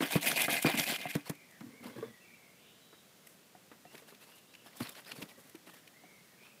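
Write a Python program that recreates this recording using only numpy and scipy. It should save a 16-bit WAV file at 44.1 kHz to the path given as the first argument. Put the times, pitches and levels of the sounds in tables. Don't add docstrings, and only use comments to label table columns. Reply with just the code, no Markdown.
import sys
import numpy as np
from scipy import signal
from scipy.fft import rfft, irfft, next_fast_len
from scipy.io import wavfile
from scipy.ndimage import uniform_filter1d, map_coordinates

SR = 44100
rng = np.random.default_rng(int(sys.argv[2]) if len(sys.argv) > 2 else 0)


def dump_mix(stems):
    frames = np.atleast_2d(stems).T
    limited = np.clip(frames, -1, 1)
    pcm = np.round(limited * 32767).astype(np.int16)
    wavfile.write(sys.argv[1], SR, pcm)


N = 291060


def amp(db):
    return 10 ** (np.asarray(db) / 20)


def unit(x):
    return x / np.sqrt(np.mean(x ** 2) + 1e-20)


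def add(track, start_s, sound):
    start = max(round(start_s * SR), 0)
    part = sound[:N - start]
    track[start:start + len(part)] += part


def wobble(rate, count=N):
    knots = rng.standard_normal(int(count * rate / SR) + 4)
    return map_coordinates(knots, [np.arange(count) * rate / SR])


def colour(x, points, peaks=()):
    size = 2 * next_fast_len(len(x) // 2 + 4096)
    hz = np.fft.rfftfreq(size, 1 / SR)
    point_hz, point_db = np.transpose(points)
    curve_db = np.interp(np.log(hz + 1), np.log(point_hz), point_db)
    for centre_hz, width_hz, gain_db in peaks:
        curve_db = curve_db + gain_db / (1 + (2 * (hz - centre_hz) / width_hz) ** 2)
    cepstrum = irfft(np.log(amp(curve_db)))
    cepstrum[1:size // 2] *= 2
    cepstrum[size // 2 + 1:] = 0
    response = np.exp(rfft(cepstrum))
    return unit(irfft(rfft(x, size) * response)[:len(x)])


def slips(rate, spread_db, smooth):
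    happens = rng.random(N) < rate / SR
    sign = rng.choice([-1, 1], N)
    size = amp(spread_db * np.clip(rng.standard_normal(N), -2, 2))
    return unit(unit(happens * sign * size) + smooth * rng.standard_normal(N))


def strokes(rows, attack_s, sag_db_per_s, release_s):
    gains = np.zeros((2, N))
    for start_s, length_s, *levels_db in rows:
        t = np.arange(int((length_s + .15) * SR)) / SR
        press = np.sin(np.pi / 2 * np.minimum(t / attack_s, 1))
        lift = np.exp(-np.maximum(t - length_s, 0) / release_s)
        shape = press * amp(-sag_db_per_s * t) * lift
        for gain, level_db in zip(gains, levels_db):
            add(gain, start_s, amp(level_db) * shape)
    return gains


def shifting(x, depth_db):
    spectrum = signal.stft(x, nperseg=512)[2]
    field = rng.standard_normal(spectrum.shape)
    for size, axis in [(7, 0), (7, 0), (3, 1), (3, 1)]:
        field = uniform_filter1d(field, size, axis)
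    varied = spectrum * amp(depth_db * unit(field))
    return unit(signal.istft(varied, nperseg=512)[1][:N])


# (frequency [Hz], relative level [dB])
AIR_SPECTRUM = [(25, -18), (65, -8.5), (100, -7.5), (140, -1.5), (190, 2.5), (280, -3), (400, -4),
                (600, -5.5), (900, -10.5), (1400, -10.5), (3200, -12), (5000, -14), (8000, -16),
                (15500, -18)]
AIR_DB = -61.5


def air():
    level = amp(AIR_DB + 0.23 * wobble(3.39))
    return level * colour(rng.standard_normal(N), AIR_SPECTRUM)


# (time [s], length [s], rasp level [dB], fizz level [dB])
FIRM_STROKES = [(0.0, 0.039, -36.5, -43.5), (0.05, 0.044, -42.5, -51), (0.101, 0.061, -33, -38),
                (0.207, 0.055, -37, -39), (0.256, 0.037, -30, -31.5), (0.298, 0.081, -38.5, -44),
                (0.356, 0.024, -33, -39), (0.382, 0.066, -31.5, -37), (0.488, 0.093, -31.5, -35.5),
                (0.613, 0.023, -41.5, -42), (0.648, 0.055, -32.5, -42.5), (0.712, 0.089, -38.5, -45.5),
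                (0.768, 0.071, -37.5, -38), (0.858, 0.043, -34, -40), (0.895, 0.058, -38, -44),
                (0.982, 0.089, -45, -53.5), (1.083, 0.024, -41.5, -44.5), (1.13, 0.019, -47.5, -56),
                (1.18, .032, -57, -66)]
# (frequency [Hz], relative level [dB])
RASP_SPECTRUM = [(60, -24), (130, -11), (220, 1.5), (400, -8), (650, -4), (880, -5.5), (1300, -15),
                 (1600, -8.5), (2400, -1.5), (3400, -3), (5000, -10.5), (7500, -26.5)]
# (frequency [Hz], width [Hz], gain [dB])
RASP_RESONANCES = [(696, 95, 7), (1630, 230, 7.5), (2084, 110, 10), (2450, 180, 7.5), (4540, 260, 1.5)]
# (frequency [Hz], relative level [dB])
FIZZ_SPECTRUM = [(3000, -28), (5500, 0), (7000, 1.5), (8500, 4), (11500, 6), (13500, 3), (16000, -0.5)]
RUB_ATTACK_S, RUB_SAG_DB_PER_S, RUB_RELEASE_S = 0.026, 43, 0.024


def rubbing():
    rasp_gain, fizz_gain = strokes(FIRM_STROKES, RUB_ATTACK_S, RUB_SAG_DB_PER_S, RUB_RELEASE_S)
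    judder = unit(amp(0.7 * wobble(110.0)))
    rasp = colour(slips(rate=1900, spread_db=4, smooth=.3), RASP_SPECTRUM, RASP_RESONANCES)
    rasp = shifting(rasp, depth_db=2.8)
    fizz = colour(slips(rate=5000, spread_db=4, smooth=.6), FIZZ_SPECTRUM)
    fizz = shifting(fizz, depth_db=2.2)
    fizz = fizz * unit(amp(1.9 * wobble(160)))
    return judder * (rasp_gain * rasp + fizz_gain * fizz)


# (time [s], nominal level [dB], main pitch [Hz], boom [dB], clack [dB])
BUMPS = [(0.005, -23, 304, -21, -5.5), (0.023, -22.5, 267, -15.5, -2), (0.154, -10.5, 168.2, -10.5, -15.5),
         (0.481, -26, 690, -16, 1), (0.526, -27, 688, -18, -9), (0.646, -13, 313.5, -9, -12.5),
         (0.66, -22, 300, -8, -3), (0.683, -30, 543, -17, 0), (0.696, -23.5, 781, -23, -8.5),
         (0.74, -22, 233, -20, -8.5), (0.792, -32.5, 230, -2, -19), (0.919, -32, 720, -11.5, -3.5),
         (1.054, -26.5, 719, -11.5, -12), (1.152, -18.5, 164.6, -7, -15.5),
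         (1.295, -24.5, 163, -7.5, -11.5), (1.607, -32.5, 227, -16, -11.5), (1.854, -31.5, 239, -22, -18),
         (1.983, -30, 334, -23, -27), (2.026, -25.5, 445, -42, -22), (2.033, -32, 463, -36, -12.5),
         (2.927, -54, 450, -20, 3), (3.55, -43.5, 730, -21, -12), (3.715, -43.5, 294, -34, -2.5),
         (3.851, -43, 720, -12, -11), (3.945, -41.5, 382, -16, -5), (4.021, -48, 460, -20, -7),
         (4.123, -46.5, 413, -21, -6), (4.804, -24.5, 243, -13, -10.5), (4.813, -31, 125, -8, -31),
         (5.181, -49, 194, 5, -3), (5.223, -32, 207, -11, -12.5), (5.546, -36.5, 327, -24, -14.5),
         (5.672, -43.5, 308, -17, -8), (6.036, -47, 723, -18, -6)]
# (ratio to main pitch [1], relative level [dB], share of KNOCK_T60_S [1])
SPOT_PARTIALS = [(.78, -10.5, 1), (1.002, 2.5, 1), (1.266, -2, 0.25), (2.55, -8.5, 0.51)]
# (frequency [Hz], mean relative level [dB], t60 [s])
CASE_MODES = [(125, -2.5, 0.037), (158, 1.5, 0.086), (235, -3, 0.078), (288.6, -4.5, 0.14),
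              (369, -7, 0.033), (485, -9.5, 0.08), (669, -6, 0.041), (960, -26, 0.031), (1125, -23.5, 0.15)]
# (frequency [Hz], relative level [dB])
CLACK_SPECTRUM = [(100, -18.5), (300, 4.5), (600, -5.5), (1200, -5), (2000, -7), (3000, -17), (6000, -43),
                  (15000, -28.5)]
KNOCK_T60_S = 0.073


def knocking():
    track, t = np.zeros(N), np.arange(SR // 5) / SR
    mode_hz, mode_db, mode_t60_s = np.transpose(CASE_MODES)[:, :, None]
    ratio, partial_db, share = np.transpose(SPOT_PARTIALS)[:, :, None]
    signs = (-1) ** np.arange(len(CASE_MODES))[:, None]
    clack_onset = 1 - np.exp(-t / .0012)
    clack_decay = amp(-60 * t / 0.0059) + 0.35 * amp(-60 * t / 0.12)
    for start_s, db, pitch_hz, boom_db, clack_db in BUMPS:
        ringing = amp(partial_db - 60 * t / (KNOCK_T60_S * share))
        partials = ringing * np.cos(2 * np.pi * pitch_hz * ratio * t)
        spot = (signs[:len(SPOT_PARTIALS)] * partials).sum(axis=0) * (1 - np.exp(-t / 0.00078))
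        scatter_db = 0.57 * rng.standard_normal(mode_hz.shape)
        mode_gain = amp(mode_db + scatter_db - 60 * t / mode_t60_s)
        modes = signs * mode_gain * np.sin(2 * np.pi * mode_hz * t)
        boom = modes.sum(axis=0) * (1 - np.exp(-t / 0.0011))
        clack = clack_onset * colour(rng.standard_normal(len(t)), CLACK_SPECTRUM) * clack_decay
        add(track, start_s, amp(db - 24.5) * unit(spot))
        add(track, start_s, amp(db + boom_db - 15.5) * unit(boom))
        add(track, start_s, amp(db + clack_db + 4.5) * clack)
    return track


# (time [s], nominal level [dB], resonance [Hz], edge [dB])
DRY_TICKS = [(0.1209, -23.5, 2240, -2), (0.2285, -18.5, 2120, -19), (0.3148, -13.5, 1700, -23),
             (0.418, -18, 3360, -0.5), (0.5665, -18, 2350, -24), (0.625, -20.5, 9860, -1.5),
             (0.7002, -22.5, 3170, -8), (0.7748, -17, 2620, -14), (0.7961, -11.5, 5200, -35),
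             (0.838, -17.5, 2100, -21), (0.96, -19, 2900, -23), (1.0139, -22, 2760, -28),
             (1.1108, -26.5, 2180, -17), (1.1527, -22, 2090, -8.5), (1.1641, -31, 1730, -10),
             (1.2965, -27.5, 9500, -2.5), (1.3066, -41, 2050, 0), (1.352, -42, 2240, -9),
             (1.51, -51, 1990, 0), (1.6058, -39, 1620, -31), (3.271, -40, 2040, -4),
             (3.7185, -46, 2160, -21), (3.952, -35.5, 1910, -16), (3.9786, -36.5, 2060, -11),
             (4.148, -39, 2500, -21), (4.539, -37.5, 2360, -24), (4.551, -34.5, 2730, -25),
             (4.87, -32, 4170, -21), (4.8923, -34.5, 3740, -1), (4.9516, -33, 1450, -22),
             (5.006, -49.5, 10700, 2), (5.048, -38.5, 2760, -15), (5.1174, -24, 2750, -36),
             (5.2204, -26, 2670, -26), (5.226, -26, 2540, -27), (5.4957, -45, 1920, -1),
             (5.553, -36.5, 2350, -12), (5.876, -36.5, 2450, -17)]
TICK_RISE_S, TICK_T60_S = 0.0024, 0.022


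def ticking():
    track, lead_s = np.zeros(N), .015
    t = np.arange(SR // 14) / SR - lead_s
    since_snap = t - .0018
    build_up = np.exp(np.minimum(since_snap, 0) / TICK_RISE_S)
    envelope = build_up * amp(-60 * np.maximum(since_snap, 0) / TICK_T60_S)
    body_points = [(100, -26), (500, -19.0), (2200, -4.5), (4000, -5.5), (9000, -18)]  # (Hz, dB)
    for start_s, db, pitch_hz, edge_db in DRY_TICKS:
        body = colour(rng.standard_normal(len(t)), body_points, [(pitch_hz, 900, 9)])
        edge = colour(rng.standard_normal(len(t)), FIZZ_SPECTRUM)
        tick = envelope * (amp(db - 13.5) * body + amp(db + edge_db - 7) * edge)
        add(track, start_s - lead_s, tick)
    return track


# (time [s], length [s], rustle level [dB], fizz level [dB])
LIGHT_SCUFFS = [(1.246, 0.038, -52, -57), (1.825, 0.072, -56, -61.5), (1.9, 0.19, -64.5, -75),
                (3.245, 0.082, -75, -64), (3.9, 0.11, -63.5, -64.5), (4.07, 0.019, -54, -56.5),
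                (4.2, .04, -60, -62), (4.265, .06, -62.5, -66), (4.345, 0.033, -64, -63),
                (4.64, 0.029, -55, -60.5), (4.68, 0.07, -64, -76), (4.75, 0.083, -55, -56.5),
                (4.8, 0.091, -52.5, -59), (4.9, 0.018, -59, -58), (4.955, 0.031, -52, -58),
                (5.055, 0.074, -52.5, -59), (5.145, .09, -56, -56.5), (5.28, 0.024, -52.5, -59.5),
                (5.37, .035, -69, -62), (5.43, 0.066, -70, -67), (5.658, 0.041, -57, -60),
                (5.73, 0.053, -61.5, -65), (6.41, 0.081, -63.5, -73)]
# (frequency [Hz], relative level [dB])
RUSTLE_SPECTRUM = [(70, -11), (180, 1.5), (500, 6), (800, 4.5), (1300, 4), (2000, 2.5), (2700, 3),
                   (4200, 0), (5500, -3.5), (8000, -44)]
SCUFF_ATTACK_S, SCUFF_SAG_DB_PER_S, SCUFF_RELEASE_S = 0.023, 7, 0.02


def scuffing():
    rustle_gain, fizz_gain = strokes(LIGHT_SCUFFS, SCUFF_ATTACK_S, SCUFF_SAG_DB_PER_S, SCUFF_RELEASE_S)
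    clumps = amp(2.1 * wobble(130))
    rustle = colour(clumps * slips(rate=2200, spread_db=4, smooth=.5), RUSTLE_SPECTRUM)
    rustle = shifting(rustle, depth_db=3.3)
    fizz = colour(clumps * slips(rate=5300, spread_db=14, smooth=0.91), FIZZ_SPECTRUM)
    return rustle_gain * rustle + fizz_gain * fizz


# (time [s], length [s], start pitch [Hz], end pitch [Hz], blur rate [1/s], level [dB])
BIRD_NOTES = [(1.314, 0.15, 2350, 2130, 530, -63.5), (1.485, 0.11, 2020, 1664, 380, -64.5),
              (1.691, 0.28, 2175, 2025, 300, -64.5), (1.894, 0.18, 3180, 3470, 302, -67.5),
              (2.071, 0.14, 1950, 1906, 141, -65), (2.199, 0.079, 2654, 2620, 170, -66),
              (2.34, 0.036, 2640, 2720, 150, -69), (2.243, .15, 2320, 2240, 295, -62),
              (2.38, 0.16, 2180, 2130, 312, -68.5), (2.545, .25, 2550, 3545, 1380, -67),
              (2.799, 0.24, 3910, 3730, 203, -69.5), (2.743, 0.3, 3060, 3020, 250, -76),
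              (3.14, 0.2, 2120, 2030, 248, -79), (3.86, 0.091, 2620, 2900, 200, -67),
              (4.093, 0.071, 2660, 2540, 200, -72), (4.202, 0.036, 2510, 2650, 210, -63),
              (4.29, 0.11, 2730, 2830, 294, -68), (4.438, 0.12, 3450, 4050, 139, -73),
              (4.56, 0.086, 2820, 2880, 607, -68), (5.248, .13, 1900, 1930, 150, -69),
              (5.391, 0.16, 1950, 2000, 170, -74), (5.655, 0.14, 2000, 1670, 202, -68),
              (5.925, 0.15, 1880, 2190, 241, -67), (6.033, 0.19, 2210, 2116, 262, -65.5),
              (6.25, 0.14, 1950, 1700, 198, -73), (6.368, 0.18, 2240, 2640, 345, -64)]
ARCH_HZ_PER_S = 280


def bird():
    song = np.zeros(N)
    for start_s, length_s, start_hz, end_hz, blur_rate, db in BIRD_NOTES:
        u = np.linspace(0, 1, int(length_s * SR))
        arch = ARCH_HZ_PER_S * length_s * np.sin(np.pi * u)
        pitch_hz = start_hz + (end_hz - start_hz) * u + arch
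        scatter = wobble(blur_rate, count=len(u)) + 1j * wobble(blur_rate, count=len(u))
        whistle = np.exp(2j * np.pi * np.cumsum(pitch_hz) / SR)
        note = unit((scatter * whistle).real)
        swell = np.sqrt(np.abs(np.sin(np.pi * u)))
        add(song, start_s, amp(db) * swell * note)
    t = np.arange(SR // 2) / SR
    trees = rng.standard_normal(len(t)) * amp(-60 * t / 1.5)
    echoes = signal.fftconvolve(song, trees / np.linalg.norm(trees))[:N]
    return song + amp(-3.5) * echoes


# (time [s], length [s], murmur level [dB], creak level [dB])
GRIP_SHIFTS = [(1.605, 0.075, -45, -61.5), (1.688, 0.094, -59, -62), (1.8, 0.058, -54, -61),
               (1.855, 0.08, -51.5, -53.5), (1.955, 0.13, -47, -50), (2.08, 0.029, -57, -63),
               (5.11, 0.032, -56.5, -67), (5.174, 0.086, -60, -54.5), (5.372, 0.023, -70, -58.5),
               (5.448, 0.054, -62.5, -68)]
# (frequency [Hz], relative level [dB])
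MURMUR_SPECTRUM = [(60, -23.5), (125, 5.5), (170, -10.5), (240, 12), (300, 6.5), (360, -6), (600, -34.5)]
# (frequency [Hz], relative level [dB])
CREAK_SPECTRUM = [(250, -11.5), (360, -2.5), (440, 3.5), (560, -3.5), (780, -23.5), (1130, -9), (1350, -27),
                  (1600, -8.5), (2500, -27), (5000, -40)]
GRIP_ATTACK_S, GRIP_SAG_DB_PER_S, GRIP_RELEASE_S = 0.0095, 53, 0.0098


def gripping():
    murmur_gain, creak_gain = strokes(GRIP_SHIFTS, GRIP_ATTACK_S, GRIP_SAG_DB_PER_S, GRIP_RELEASE_S)
    drive = slips(rate=400, spread_db=-1.0, smooth=0.32)
    murmur = colour(drive, MURMUR_SPECTRUM)
    creak = colour(drive, CREAK_SPECTRUM)
    return murmur_gain * murmur + creak_gain * creak


def scene():
    return (air() + rubbing() + knocking() + ticking() + scuffing() + bird() + gripping())[None]


TOP_HZ = 15600


def record(dry):
    bass_cut = signal.butter(3, 85, "highpass", fs=SR, output="sos")
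    thin = signal.sosfilt(bass_cut, dry)
    kept = np.fft.rfftfreq(N, 1 / SR) < TOP_HZ
    return irfft(rfft(thin) * kept, N)


dry = scene()
out = record(dry)
dump_mix(out)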